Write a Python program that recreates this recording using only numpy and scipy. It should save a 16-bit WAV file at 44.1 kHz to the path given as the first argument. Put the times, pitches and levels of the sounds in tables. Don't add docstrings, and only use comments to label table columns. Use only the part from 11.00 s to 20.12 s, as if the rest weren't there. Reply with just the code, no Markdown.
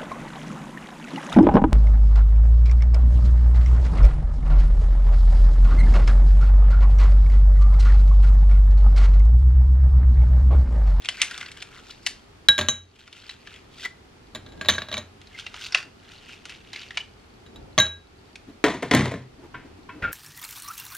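import sys
import numpy as np
from scipy import signal
from scipy.fft import rfft, irfft, next_fast_len
from scipy.io import wavfile
from scipy.ndimage import uniform_filter1d

SR = 44100
rng = np.random.default_rng(int(sys.argv[2]) if len(sys.argv) > 2 else 0)


def log_audio(samples):
    frames = np.atleast_2d(samples).T
    limited = np.clip(frames, -1, 1)
    pcm = np.round(limited * 32767).astype(np.int16)
    wavfile.write(sys.argv[1], SR, pcm)


N = 402191
TIME = np.arange(N) / SR
AGE = TIME[:SR // 2]


# (frequency [Hz], level [dB])
RUMBLE_COLOUR = [(12, -36), (20, -0.5), (97, 2), (161, -4.5), (252, -3), (325, -6), (399, -3), (515, -12.5),
                 (604, -15), (818, -13.5), (900, -15.5), (1170, -36.5), (1980, -120)]
HISS_COLOUR = [(290, -28), (500, -9.5), (1320, -4), (1550, -7), (1980, -8.5), (2460, -8.5), (3650, -12),
               (3980, -13.5), (4400, -12.5), (5470, -16.5), (12900, -30.5), (13800, -50), (16000, -59)]
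# (time of peak [s], level [dB], rise [s], fall [s])
RUMBLE_SWELLS = [(3.58, -44.5, 0.22, 0.22), (6.6, -46, 0.17, 0.26), (8.62, -52, 0.7, 0.35),
                 (9.1, -51, 0.27, 0.18)]
RUMBLE_DB, HISS_DB = -53.5, -59
SWING_DB = 10.5
DUCK_ABOVE_DB, DUCK_RATIO, DUCK_RECOVERY_DB_PER_S = -17, 1.31, 11

# (time [s], level [dB], pitch [Hz], treble against the middle [dB])
CRACKS = [(0.0205, -26.5, 3400, -9.5), (0.0477, -20.5, 2400, -1), (0.0562, -15.5, 3450, -9.5),
          (0.0877, -6, 2930, -2), (0.2169, -7, 2770, 10.5), (0.2281, -8.5, 2800, -6),
          (0.311, -18.5, 1900, 0), (0.3776, -13.5, 1730, -2.5), (.4105, -11.5, 2120, -24),
          (0.4282, -17, 1840, -25), (0.461, -26.5, 1965, -20), (0.516, -32, 4260, 11.5),
          (0.619, -23, 3220, -6), (0.6239, -17, 2570, 1), (0.789, -34, 1430, -22), (1.064, -11.5, 3000, 9),
          (1.069, -10, 2600, 6), (2.0769, -25.5, 1400, -13), (2.1276, -29.5, 3150, 1),
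          (2.179, -35, 2610, 0), (2.2934, -15.5, 3860, -21), (2.4728, -21.5, 1680, -12),
          (4.215, -28.5, 2830, -9), (4.271, -34, 3970, -2), (4.397, -22, 3130, 1.5),
          (4.465, -14.5, 2680, -29.5), (4.5424, -16, 1290, -29), (4.723, -14, 4780, -14.5),
          (4.747, 2.5, 2650, -9), (4.7505, -6.5, 1420, -21), (4.7525, -16, 710, -15),
          (5.454, -19, 1480, -3), (5.4955, -24, 2730, -1), (5.522, -26, 2800, -12.5),
          (5.559, -29, 2600, -10), (5.732, -14, 3850, -14.5), (5.7599, -17, 2180, -25),
          (5.815, -21, 3840, -20), (5.907, -18.5, 1950, -26.5), (5.973, -2, 2980, -34),
          (7.3564, -25.5, 2470, 1.5)]
# (frequency [Hz], level [dB])
CRACK_COLOUR = [(150, -65), (600, -8), (1200, -5.5), (2100, 6), (3200, 4), (4500, 0), (7000, -5.5),
                (10000, -12), (13000, -36), (16000, -42)]
AFTERSNAP_S, AFTERSNAP_DB = 0.0046, -8.5
FORESNAP_S, FORESNAP_DB = 0.0027, -22.5
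SNAP_WALL_Q, SNAP_WALL_DB = 5.05, 15
TICKS_PER_S, TICK_OVER_RUB_DB, TICK_SPREAD_DB = 26, 5.5, 3
TICK_HZ, TICK_TREBLE_DB = 2400, -9

# (time of peak [s], level [dB], rise [s], fall [s], pitch of the rubbed wall [Hz])
STROKES = [(.17, -37.5, 0.12, 0.15, 2390), (.28, -34.5, 0.093, 0.2, 1614), (.44, -59, 0.06, .09, 1880),
           (.6, -47, 0.046, 0.029, 3160), (.78, -41.5, 0.092, 0.051, 1390), (.91, -38, 0.048, 0.03, 3700),
           (1.079, -37.5, 0.048, 0.067, 4440), (2.01, -48.5, .071, 0.078, 3050),
           (2.169, -43, 0.033, 0.052, 2770), (2.32, -41, 0.071, 0.033, 3130),
           (2.54, -40.5, 0.069, 0.046, 2490), (2.858, -29, 0.061, .012, 3400),
           (4.39, -39, 0.072, 0.077, 2920), (4.57, -38, 0.049, 0.094, 1560),
           (4.664, -33, 0.065, 0.016, 3680), (4.779, -27.5, 0.034, 0.036, 1550),
           (5.05, -50, 0.058, 0.064, 1720), (5.12, -40, 0.026, 0.065, 2900),
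           (5.319, -37.5, 0.053, 0.043, 2760), (5.509, -38, 0.041, 0.055, 2820),
           (5.76, -35.5, 0.056, 0.086, 2740), (6.005, -37.5, 0.063, 0.0085, 2930)]
# (frequency [Hz], level [dB])
RUB_COLOUR = [(410, -39), (700, -21), (2160, -1), (2700, 3), (3840, -6.5), (9230, -11), (11700, -39.5),
              (14000, -18), (15400, -40), (16000, -61)]
# (time [s], level [dB], pitch [Hz], length [s])
SQUEAKS = [(0.228, -28, 2102, 0.025), (2.858, -23, 2021, 0.0096), (4.354, -38.5, 2070, 0.0094),
           (6.009, -29.5, 2940, 0.007)]
GRAINS_PER_S = 350
WALL_Q, WALL_DB = 5.6, -10.5
JERK_DB, JERKS_PER_S = 3.3, 110

MELT_TICKS_PER_S, MELT_DB, MELT_HZ, MELT_T60_S = 14, -53, 4400, 0.0087

# (time [s], clack [dB], cube pitch [Hz], thump [dB],
# ring near 1.6, 3.9, 6.2 and 7.1 kHz [dB, four columns], ring length [factor], place round the rim [rad])
DROPS = [(1.4861, 6, 3790, -23.5, -11.5, -3, -47, -36, 0.76, 0.16),
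         (1.58, -8, 3340, -30.5, -20, -31, -38, -29.5, 0.8, 0.25),
         (1.5883, -12.5, 2900, -18, -22.5, -47, -31, -48, 0.77, 0.095),
         (1.6115, -15, 3550, -23.5, -25, -29.5, -37, -38, 0.82, 0),
         (1.6855, -4, 3030, -23.5, -34, -15.5, -15, -30.5, 0.84, 0),
         (3.3491, -46, 1160, -35.5, -37, -29.5, -53, -36, 0.3, 0.47),
         (3.357, -49, 1700, -34, -46, -52, -58, -42, .5, 0.17),
         (3.463, -50, 1700, -44.5, -49, -61.5, -72, -72, 0.5, 0.057),
         (3.487, -49, 4520, -53.5, -61, -54, -68, -68, 0.98, 0),
         (3.521, -55.5, 3920, -50.5, -62, -52.5, -69, -62, 0.63, 0),
         (3.6118, -22.5, 2630, -29, -27.5, -50, -57, -42, 0.51, 0.1),
         (3.648, -38.5, 1900, -35, -48, -55, -62, -62, .6, 0),
         (3.658, -34, 3700, -34.5, -50, -44, -58, -55, 1.3, 0),
         (3.6855, 0.5, 3520, -18, -23, -10, -30, -40, 0.38, 0),
         (3.6897, -2, 1720, -22, -30, -28, -38, -48, 0.39, 0.38),
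         (3.6968, 0.5, 3730, -23, -31, -18, -22, -34, 0.81, 0.24),
         (3.707, -10, 2970, -35, -42, -21.5, -42, -54, 0.38, 0.11),
         (3.722, -18, 2270, -33.5, -44, -40, -33, -52.5, 0.62, 0),
         (3.7354, -16, 3100, -41.5, -48, -36, -33, -56, 0.49, 0),
         (3.747, -25, 4300, -44, -51, -30.5, -41, -49, 1.5, 0),
         (3.759, -33, 3620, -45.5, -48, -37.5, -44, -56, 0.58, 0.11),
         (3.782, -20, 1700, -27, -16.5, -48, -52, -58, 0.14, 0),
         (3.819, -20, 1700, -30.5, -50, -37, -59, -65, 0.7, 0.17),
         (3.886, -46, 3000, -36.5, -46, -42, -60, -66, 0.92, 0.25),
         (3.915, -27, 4400, -33, -50, -38, -52, -64, 0.68, 0.28),
         (3.9265, -19, 3170, -30.5, -35.5, -28.5, -44, -54, 0.61, 0.16),
         (3.941, -13.5, 2380, -29.5, -52, -43, -37, -47, 0.83, 0.23),
         (3.9688, -16, 2280, -35.5, -53, -32, -48, -62, 0.59, 0),
         (3.978, -16.5, 3130, -28, -55, -28.5, -32, -42, 0.51, 0),
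         (6.463, -54, 2980, -52.5, -59, -52, -70.5, -63, 0.53, 0.15),
         (6.5597, -60, 3000, -47, -55, -42, -67, -55, 0.31, 0.049),
         (6.7787, -1, 3270, -14.5, -38, -44, -45, -46, 0.59, 0),
         (6.785, -1.5, 2115, -16, -21, -36, -11.5, -44, 0.61, 0.072),
         (6.8, -6, 3740, -46, -14.5, -10.5, -39, -34, 1.07, 1.17),
         (6.817, -27, 3100, -32, -54, -33, -25, -54, 0.58, 0.054),
         (6.854, -29, 3380, -40, -56, -50, -37, -58, 0.62, 0.36),
         (6.865, -25, 4200, -38.5, -48, -47, -51, -60, 1.1, 0)]
# (frequency [Hz], level [dB], 60 dB decay before the ring length factor [s])
GLASS_MODES = [(1620, -1.5, 0.31), (2150, -25, 0.19), (3040, -26, 0.201), (3150, -16, 0.1),
               (3390, -23, 0.2), (3569, -23.5, .19), (3871, -1, 0.29), (4460, -27.5, .1),
               (6260, -1, 0.1094), (6400, -9, 0.18), (6660, -8.5, 0.23), (7120, 2, 0.15), (7220, -5, 0.14),
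               (7790, -13.5, 0.091), (8600, -20.5, 0.067), (9430, -12, 0.23), (9050, -17.5, 0.14),
               (10600, -17.5, 0.1), (11600, -15, 0.043), (13280, -15, .13)]
# (frequency [Hz], level [dB], 60 dB decay [s])
FOOT_MODES = [(88.7, -15, 0.48), (121, -16.5, 0.18), (192, -16.5, 0.1), (218, -13.5, 0.15),
              (384, -15, 0.15), (462.5, -16, 0.057), (621, -5.5, 0.096), (950, -11.5, 0.036),
              (1153, -6, 0.052)]
# (ratio to its pitch, level against its clack [dB], 60 dB decay [s])
CUBE_MODES = [(.63, -20.5, .025), (1, -10, .028), (1.19, -21, .022)]
# (frequency [Hz], level [dB])
CLACK_COLOUR = [(40, -47.5), (200, -33), (700, -4.5), (1200, -11), (1700, 1), (2500, -4.5), (3300, 0.5),
                (3950, 8), (4600, -8.5), (6300, -11.5), (8000, -21), (12000, -29.5), (16000, -33)]
COUNTER_COLOUR = [(25, -30.5), (50, -10), (90, -7.5), (160, -8), (220, -0.5), (450, -16.5), (620, -6),
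                  (850, -11.5), (1200, -8), (2500, -9.5), (6000, -35.5)]
TICK_COLOUR = [(100, -49), (3000, -7.5), (7000, 1), (9500, 3.5), (12000, -5.5), (13500, 0.5), (16000, -21)]
# (start [s], length [s], clack [dB])
JOSTLES = [(3.531, .07, -46.5), (3.712, .05, -27.5), (3.844, .13, -42)]
# (near 1.6 kHz [dB], 3.9 kHz [dB], 6.2 kHz [dB], 7.1 kHz [dB])
JOSTLE_RING_DB = [-8.5, -20, -24.5, -34]
# (lowest [Hz], highest [Hz])
CUBE_HZ = [1710, 4400]
JOSTLE_GAP_S, JOSTLE_SPREAD_DB, JOSTLE_THUMP_DB = 0.02, 2.5, -8
EDGE_TICK_DB = -14
TWIN_SPLIT_HZ = 6.6
SETTLE_S = 0.21
CHOKED_DB = -19.5

# (time [s], level [dB], pitch [Hz], length [s])
BUMPS = [(4.863, -47.5, 248, 0.029), (7.494, -42, 260, .02), (8.406, -51.5, 287, 0.022),
         (8.445, -46.5, 325, .025), (8.452, -56, 790, 0.019), (8.668, -46, 276, .02),
         (8.79, -51, 281, 0.015), (8.963, -45.5, 300, .03), (9.033, -41.5, 506, 0.029),
         (9.095, -48, 504, 0.032)]
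BUMP_Q = 6.3

# (time [s], rattle [dB], hollow body [dB], boom [dB])
KNOCKS = [(7.64, -9, -10, -33), (7.647, -14.5, -19, -39), (7.682, -21, -27.5, -31),
          (7.745, -29.5, -34, -33.5), (7.824, -26.5, -30.5, -41), (7.828, -22, -22, -33.5),
          (7.9117, -7.5, -18.5, -23), (7.9144, -14.5, -19, -31), (7.9369, -10, -12.5, -15.5),
          (7.9489, -10, -25, -20.5), (7.966, -16.5, -36, -29), (7.992, -22, -30, -25),
          (8.056, -19.5, -25.5, -34), (8.1183, -29, -28, -39), (8.14, -34, -33, -38.5)]
# (frequency [Hz], level [dB])
RATTLE_COLOUR = [(40, -54), (300, 3), (700, -4.5), (1020, 6.5), (1400, -0.5), (2100, 8), (2600, -1),
                 (3800, -1), (4700, -8), (6500, -9.5), (10000, -19.5), (12500, -37), (16000, -49)]
HOLLOW_COLOUR = [(40, -65), (100, -26), (200, -10), (280, 4), (360, -5.5), (440, 4), (580, 1), (720, -5),
                 (850, -27), (1500, -6.5), (4000, -39.5)]
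BOOM_COLOUR = [(25, -46), (50, -11), (70, -9), (128, -9.5), (165, -4), (215, 1.5), (270, -11), (360, -10.5),
               (700, -22), (2000, -56)]
# (frequency [Hz], level [dB], 60 dB decay [s])
PANEL_MODES = [(93.4, -14.5, 0.7), (127.5, -13, 0.88), (150.5, -11, 0.43), (192.5, -11.5, 0.37),
               (219, -6, 0.18), (263, 3, 0.094), (389, -12, 0.24), (430.5, -9, 0.12), (571, -10.5, 0.11),
               (712, -13, 0.17), (1020, -13, 0.16), (780, -22, 0.11), (1797, -12, 0.2), (2159, -16, 0.086)]
# (rattle [dB], hollow body [dB], boom [dB])
BOUNCE_DB = [-13.5, -17.5, -11.5]
BOUNCE_GAP_S, BOUNCE_SLOWING, BOUNCE_LOSS_DB = .024, 1.3, 5.5
CHATTER_S, CHATTER_DB, CHATTER_LOSS_DB_PER_S = .11, -6.5, 170
# (lowest [Hz], highest [Hz])
LOOSE_HZ = [450, 4000]
LOOSE_CYCLES = 39
LATCH_S, LATCH_DB = 7.9495, -19.5

# (time [s], clatter [dB], ring near 1, 1.4 and 2.6 kHz [dB, three columns])
DISHES = [(8.541, -33, -34, -36.5, -53), (8.55, -40, -41, -41, -50), (8.889, -36.5, -31.5, -44.5, -42),
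          (9.022, -24.5, -53, -30, -53), (9.036, -27.5, -55, -20, -36.5), (9.048, -35, -47, -24.5, -39),
          (9.067, -35, -52, -40, -49)]
# (frequency [Hz], level [dB], 60 dB decay [s])
DISH_MODES = [(982, -1.5, 0.093), (1079, 3.5, 0.085), (1388, 2, 0.21), (1422, -3, .14), (1540, 7, 0.069),
              (1617, -11, 0.28), (1760, -3.5, 0.12), (2230, -1.5, 0.18), (2620, -5, 0.32), (3160, -15, .13)]
# (frequency [Hz], level [dB])
CLATTER_COLOUR = [(200, 6), (700, -4.5), (1000, -10), (1500, 2.5), (2300, 0.5), (3400, -8.5), (4200, -19),
                  (5000, -22), (10000, -38), (16000, -70.5)]

# (frequency [Hz], level [dB])
WALLS_COLOUR = [(80, -5), (300, 5.5), (2000, -1.5), (6000, 1), (10000, -0.5), (16000, -18)]
# (frequency [Hz], phase [rad])
PORTS = [(0, 0), (1200, .15), (2800, .2), (3900, .55), (4800, 1.3), (6300, 1.6), (8000, 1.9), (11000, 2.0),
         (16000, 2.0)]
# (frequency [Hz], phase [rad])
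PORTS_AHEAD = [(0, 0), (4700, .1), (6200, .4), (7600, 2.2), (16000, 2.1)]
# (time [s], share to the left [0-1])
TRAY_ASIDE = [(3, 1), (4, 0)]
CUTOFF_HZ = 15700


def from_db(db):
    return 10 ** (np.asarray(db) / 20)


def rms_one(x):
    return x / np.sqrt(np.mean(x ** 2))


def add(track, s, sound):
    at = max(0, round(s * SR))
    track[at:at + len(sound)] += sound[:N - at]


def fade(t60):
    return np.exp(-np.log(1000) * AGE / t60)


def colour(x, spectrum, size=4096):
    hz, db = np.transpose(spectrum)
    bins_hz = np.fft.rfftfreq(size, 1 / SR)
    gain = rms_one(from_db(np.interp(np.log(bins_hz + 1), np.log(hz), db)))
    cepstrum = irfft(np.log(gain))
    cepstrum[1:size // 2] *= 2
    cepstrum[size // 2 + 1:] = 0
    response = irfft(np.exp(rfft(cepstrum)))
    return signal.oaconvolve(x, response)[:N]


def resonate(x, hz, q):
    return signal.lfilter(*signal.iirpeak(hz, q, fs=SR), x)


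def ring(modes):
    out = np.zeros(len(AGE))
    for k, (hz, db, t60) in enumerate(modes):
        age = AGE[:int(t60 * SR * 4 / 3) + 1]
        decay = np.exp(-np.log(1000) * age / t60)
        out[:len(age)] += (-1) ** k * from_db(db) * decay * np.sin(2 * np.pi * hz * age)
    return out


def blow(crack_t60, tail_db, tail_t60):
    return rng.standard_normal(len(AGE)) * (fade(crack_t60) + from_db(tail_db) * fade(tail_t60))


def widen(mid, side, split_hz):
    side = signal.sosfilt(signal.butter(2, split_hz, "high", fs=SR, output="sos"), side)
    return np.array([mid + side, mid - side])


def swells(rows):
    gain = np.zeros(N)
    for s, db, rise, fall, *_ in rows:
        distance = np.maximum((s - TIME) / rise, (TIME - s) / fall)
        gain += from_db(db - SWING_DB * distance)
    return gain


def room_tone():
    rumble = widen(*(colour(rng.standard_normal(N), RUMBLE_COLOUR) for _ in range(2)), split_hz=290)
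    hiss = widen(*(colour(rng.standard_normal(N), HISS_COLOUR) for _ in range(2)), split_hz=200)
    rumble_gain = np.hypot(from_db(RUMBLE_DB), swells(RUMBLE_SWELLS))
    return rumble_gain * rumble + from_db(HISS_DB - 0.5) * hiss


def small_ticks(pressure, pitch_spread):
    chance = TICKS_PER_S / SR * (pressure > from_db(HISS_DB))
    rows = []
    for i in np.flatnonzero(rng.random(N) < chance):
        size, pitch = rng.standard_normal(2)
        db = 20 * np.log10(pressure[i]) + TICK_OVER_RUB_DB + TICK_SPREAD_DB * size
        rows.append((i / SR, db, TICK_HZ * np.exp(pitch_spread * pitch), TICK_TREBLE_DB))
    return rows


def tray_cracks(pressure):
    snaps, edges, walls = np.zeros((3, N))
    rows = CRACKS + small_ticks(pressure, pitch_spread=0.35)
    for s, db, hz, treble_db in CRACKS:
        rows.append((s - FORESNAP_S, db + FORESNAP_DB, hz, treble_db))
        after_s = s + AFTERSNAP_S * rng.uniform(0.55, 1.3)
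        rows.append((after_s, db + AFTERSNAP_DB, hz * rng.uniform(.75, 0.8), treble_db))
    for s, db, hz, treble_db in rows:
        snap = from_db(db - 13.0) * blow(crack_t60=0.025, tail_db=-31.5, tail_t60=0.032)
        add(snaps, s, snap)
        add(edges, s, (from_db(treble_db + 3.0) - 1) * snap)
        wall_hz = min(hz, SR / 4)
        wall = resonate(resonate(snap, wall_hz, SNAP_WALL_Q), wall_hz, SNAP_WALL_Q)
        add(walls, s, from_db(SNAP_WALL_DB) * wall)
    edges = signal.lfilter(*signal.butter(1, 3500, "high", fs=SR), edges)
    return colour(snaps + edges, CRACK_COLOUR) + walls


def rubbed_walls(slips):
    return sum(swells([stroke]) * rms_one(resonate(slips, stroke[-1], WALL_Q)) for stroke in STROKES)


def jerks():
    steps = rng.standard_normal(int(JERKS_PER_S * N / SR) + 2)
    return rms_one(from_db(JERK_DB * np.interp(TIME * JERKS_PER_S, np.arange(len(steps)), steps)))


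def coarse_grains(grains_per_s):
    grains = np.zeros(N)
    for hz in np.geomspace(1400, 4600, 12):
        clicks = np.zeros(N)
        when, size = rng.random((int(grains_per_s * N / SR / 12), 2)).T
        clicks[(when * N).astype(int)] = size ** 3
        grains += resonate(clicks + 1e-18, hz, 14)
    return signal.sosfilt(signal.butter(2, 5500, fs=SR, output="sos"), grains)


def squeaks():
    out = np.zeros(N)
    for s, db, hz, length in SQUEAKS:
        phase = 2 * np.pi * hz * TIME + 0.0923 * np.cumsum(rng.standard_normal(N))
        near = np.abs(TIME - s) < 4 * length
        swell = np.exp(-((TIME[near] - s) / length) ** 2)
        out[near] += from_db(db) * swell * np.sin(phase[near])
    return out


def tray_rubbing(pressure, slips_per_s, spread_db, grains_per_s, grain_db):
    sizes = from_db(spread_db * np.minimum(rng.exponential(1, N), 4))
    slips = rms_one(sizes * rng.standard_normal(N) * (rng.random(N) < slips_per_s / SR))
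    grains = rms_one(coarse_grains(grains_per_s))
    rubbing = pressure * (from_db(-13.5) * colour(slips, RUB_COLOUR) + from_db(grain_db) * grains)
    rubbing += from_db(WALL_DB) * rubbed_walls(slips)
    return jerks() * rubbing + squeaks()


def thawing():
    out = np.zeros(N)
    for when, pitch, size in rng.random((int(MELT_TICKS_PER_S * N / SR), 3)):
        tick = (MELT_HZ * (0.9 + 0.2 * pitch), MELT_DB + 10 * (size - .5), MELT_T60_S)
        add(out, when * TIME[-1], ring([tick]))
    return out


def jostling(ring_length):
    rows = []
    for start, length, db in JOSTLES:
        for s in np.arange(start, start + length, JOSTLE_GAP_S):
            clack_db = db + rng.normal(0, JOSTLE_SPREAD_DB)
            ring_db = clack_db + np.array(JOSTLE_RING_DB) + rng.normal(0, JOSTLE_SPREAD_DB, 4)
            rows.append((s + JOSTLE_GAP_S * rng.uniform(0, 0.32), clack_db, rng.uniform(*CUBE_HZ),
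                         clack_db + JOSTLE_THUMP_DB, *ring_db, ring_length, rng.uniform(0, np.pi)))
    return rows


def wall_ring(ring_db, length, place):
    anchors_hz = [1621, 3871, 6300, 7100]
    lower, upper = [], []
    for hz, db, t60 in GLASS_MODES:
        lobes = round(2 * np.sqrt(hz / anchors_hz[0]))
        share = np.clip(np.sin(lobes * place) ** 2, .001, .999)
        db = db + np.interp(hz, anchors_hz, ring_db)
        lower.append((hz, db + 20 * np.log10(1 - share), t60 * length))
        upper.append((hz + TWIN_SPLIT_HZ, db + 20 * np.log10(share), t60 * length))
    choke = np.exp(-(AGE / (SETTLE_S * length)) ** 4)
    choke += from_db(CHOKED_DB) * (1 - choke)
    return (ring(lower) + ring(upper)) * choke


def ice_in_glass():
    clacks, ticks, thumps, rings = np.zeros((4, N))
    for s, clack_db, cube_hz, thump_db, *ring_db, length, place in DROPS + jostling(ring_length=0.94):
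        clack = from_db(clack_db - 11.0) * blow(crack_t60=0.02, tail_db=-28.5, tail_t60=0.13)
        pile_shudder = from_db(thump_db) * blow(crack_t60=0.042, tail_db=-18.5, tail_t60=0.27)
        edge_gain = from_db(ring_db[1] + EDGE_TICK_DB)
        add(clacks, s, clack + pile_shudder)
        add(ticks, s, edge_gain * blow(crack_t60=0.022, tail_db=-32, tail_t60=.05))
        add(thumps, s, from_db(thump_db - 6.5) * blow(crack_t60=0.0079, tail_db=-6.0, tail_t60=0.26))
        foot = [(hz * rng.normal(1, .015), db + thump_db + rng.normal(0, 2.3), t60)
                for hz, db, t60 in FOOT_MODES]
        cube = [(cube_hz * ratio, clack_db + db, t60) for ratio, db, t60 in CUBE_MODES]
        add(rings, s, wall_ring(ring_db, length, place) + ring(foot) + ring(cube))
    noises = colour(clacks, CLACK_COLOUR) + colour(ticks, TICK_COLOUR) + colour(thumps, COUNTER_COLOUR)
    return noises + rings


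def bumps():
    out, shudder = np.zeros(N), rng.standard_normal(N)
    for s, db, hz, length in BUMPS:
        near = np.abs(TIME - s) < 3 * length
        swell = np.exp(-((TIME[near] - s) / length) ** 2)
        out[near] += from_db(db) * swell * rms_one(resonate(shudder[near], hz, BUMP_Q))
    return out


def bounces(count, spread_db):
    rows = []
    for s, *db in KNOCKS:
        for k in range(count):
            later = BOUNCE_GAP_S * (k + rng.uniform(0.93, 1.1)) ** BOUNCE_SLOWING
            levels = np.array(db) + BOUNCE_DB - BOUNCE_LOSS_DB * k + rng.normal(0, spread_db, 3)
            rows.append((s + later, *levels))
    return rows


def loose_parts(rattle_db, count):
    out = np.zeros(N)
    for when, pitch, size in rng.random((count, 3)):
        s = CHATTER_S * when
        hz = LOOSE_HZ[0] * (LOOSE_HZ[1] / LOOSE_HZ[0]) ** pitch
        db = rattle_db + CHATTER_DB - CHATTER_LOSS_DB_PER_S * s
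        add(out, s, size * ring([(hz, db, LOOSE_CYCLES / hz)]))
    return out[:len(AGE)]


def panel_ring(hollow_db, boom_db):
    modes = []
    for hz, db, t60 in PANEL_MODES:
        part_db = np.interp(hz, [270, 430], [boom_db, hollow_db])
        modes.append((hz * rng.normal(1, 0.0208), db + rng.normal(0, 2.5) + part_db, t60))
    return ring(modes)


def knocks():
    rattle, hollow, boom, latch, rings = np.zeros((5, N))
    for s, rattle_db, hollow_db, boom_db in KNOCKS + bounces(count=3, spread_db=3.0):
        add(rattle, s, from_db(rattle_db - 4.0) * blow(crack_t60=0.018, tail_db=-13, tail_t60=0.34))
        add(hollow, s, from_db(hollow_db - 2.0) * blow(crack_t60=0.062, tail_db=-22.0, tail_t60=0.27))
        add(boom, s, from_db(boom_db - 4.0) * blow(crack_t60=0.12, tail_db=-4.5, tail_t60=0.34))
        add(rings, s, loose_parts(rattle_db, count=10) + panel_ring(hollow_db, boom_db))
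    add(latch, LATCH_S, from_db(LATCH_DB) * blow(crack_t60=0.014, tail_db=-33, tail_t60=.05))
    body = colour(hollow, HOLLOW_COLOUR) + colour(boom, BOOM_COLOUR)
    return colour(latch, TICK_COLOUR) + colour(rattle, RATTLE_COLOUR) + body + rings


def dishes():
    clatter, rings = np.zeros((2, N))
    soft_attack = 1 - fade(0.03)
    for s, clatter_db, *ring_db in DISHES:
        touch = from_db(clatter_db + 0.5) * blow(crack_t60=0.061, tail_db=-13.0, tail_t60=0.5)
        modes = [(hz, db + np.interp(hz, [1000, 1400, 2600], ring_db), t60) for hz, db, t60 in DISH_MODES]
        add(clatter, s, soft_attack * touch)
        add(rings, s, soft_attack * ring(modes))
    return colour(clatter, CLATTER_COLOUR) + rings


def room(x, wet_db, t60, side_db):
    mid, side = (colour(rng.standard_normal(len(AGE)), WALLS_COLOUR)[:len(AGE)] for _ in range(2))
    tails = widen(mid, from_db(side_db) * side, split_hz=410) * fade(t60) * (1 - fade(0.003353))
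    tails = rms_one(tails) / np.sqrt(len(AGE))
    return x + from_db(wet_db) * signal.oaconvolve(x[None], tails, axes=1)[:, :N]


def ports(x, left_db, phases):
    size = next_fast_len(N + len(AGE))
    phase = np.interp(np.fft.rfftfreq(size, 1 / SR), *np.transpose(phases))
    sides = np.array([[.5], [-.5]])
    shifted = irfft(rfft(x, size) * np.exp(1j * sides * phase), size)[:, :N]
    return shifted * from_db(sides * left_db)


def ducking(x):
    power = np.abs(uniform_filter1d(np.mean(x ** 2, axis=0), size=1024))
    level_db = 10 * np.log10(power + 1e-12)
    push_db = DUCK_RATIO * np.maximum(level_db - DUCK_ABOVE_DB, 0)
    recovery = DUCK_RECOVERY_DB_PER_S * TIME
    return from_db(recovery - np.maximum.accumulate(push_db + recovery))


def scene():
    pressure = swells(STROKES)
    rubbing = tray_rubbing(pressure, slips_per_s=2200, spread_db=0.0,
                           grains_per_s=GRAINS_PER_S, grain_db=-10.0)
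    tray = room(tray_cracks(pressure) + rubbing, wet_db=-12.0, t60=0.2466, side_db=-12.5)
    glass = room(thawing() + ice_in_glass(), wet_db=-18.0, t60=0.28, side_db=-16.5)
    far = room(bumps() + knocks() + dishes(), wet_db=-13.5, t60=0.29, side_db=-14.0)
    aside = np.interp(TIME, *np.transpose(TRAY_ASIDE))
    sounds = ports(aside * tray, left_db=1.4, phases=PORTS)
    sounds += ports((1 - aside) * tray, left_db=0, phases=PORTS_AHEAD)
    sounds += ports(glass, left_db=0.04, phases=PORTS)
    sounds += ports(far, left_db=1.0, phases=PORTS)
    return sounds + ducking(sounds) * room_tone()


def record(dry):
    lean = signal.sosfilt(signal.butter(2, 32, "high", fs=SR, output="sos"), dry)
    overloaded = np.clip(lean, -1, 1)
    return signal.sosfilt(signal.ellip(10, .1, 80, CUTOFF_HZ, fs=SR, output="sos"), overloaded)


dry = scene()
out = record(dry)
log_audio(out)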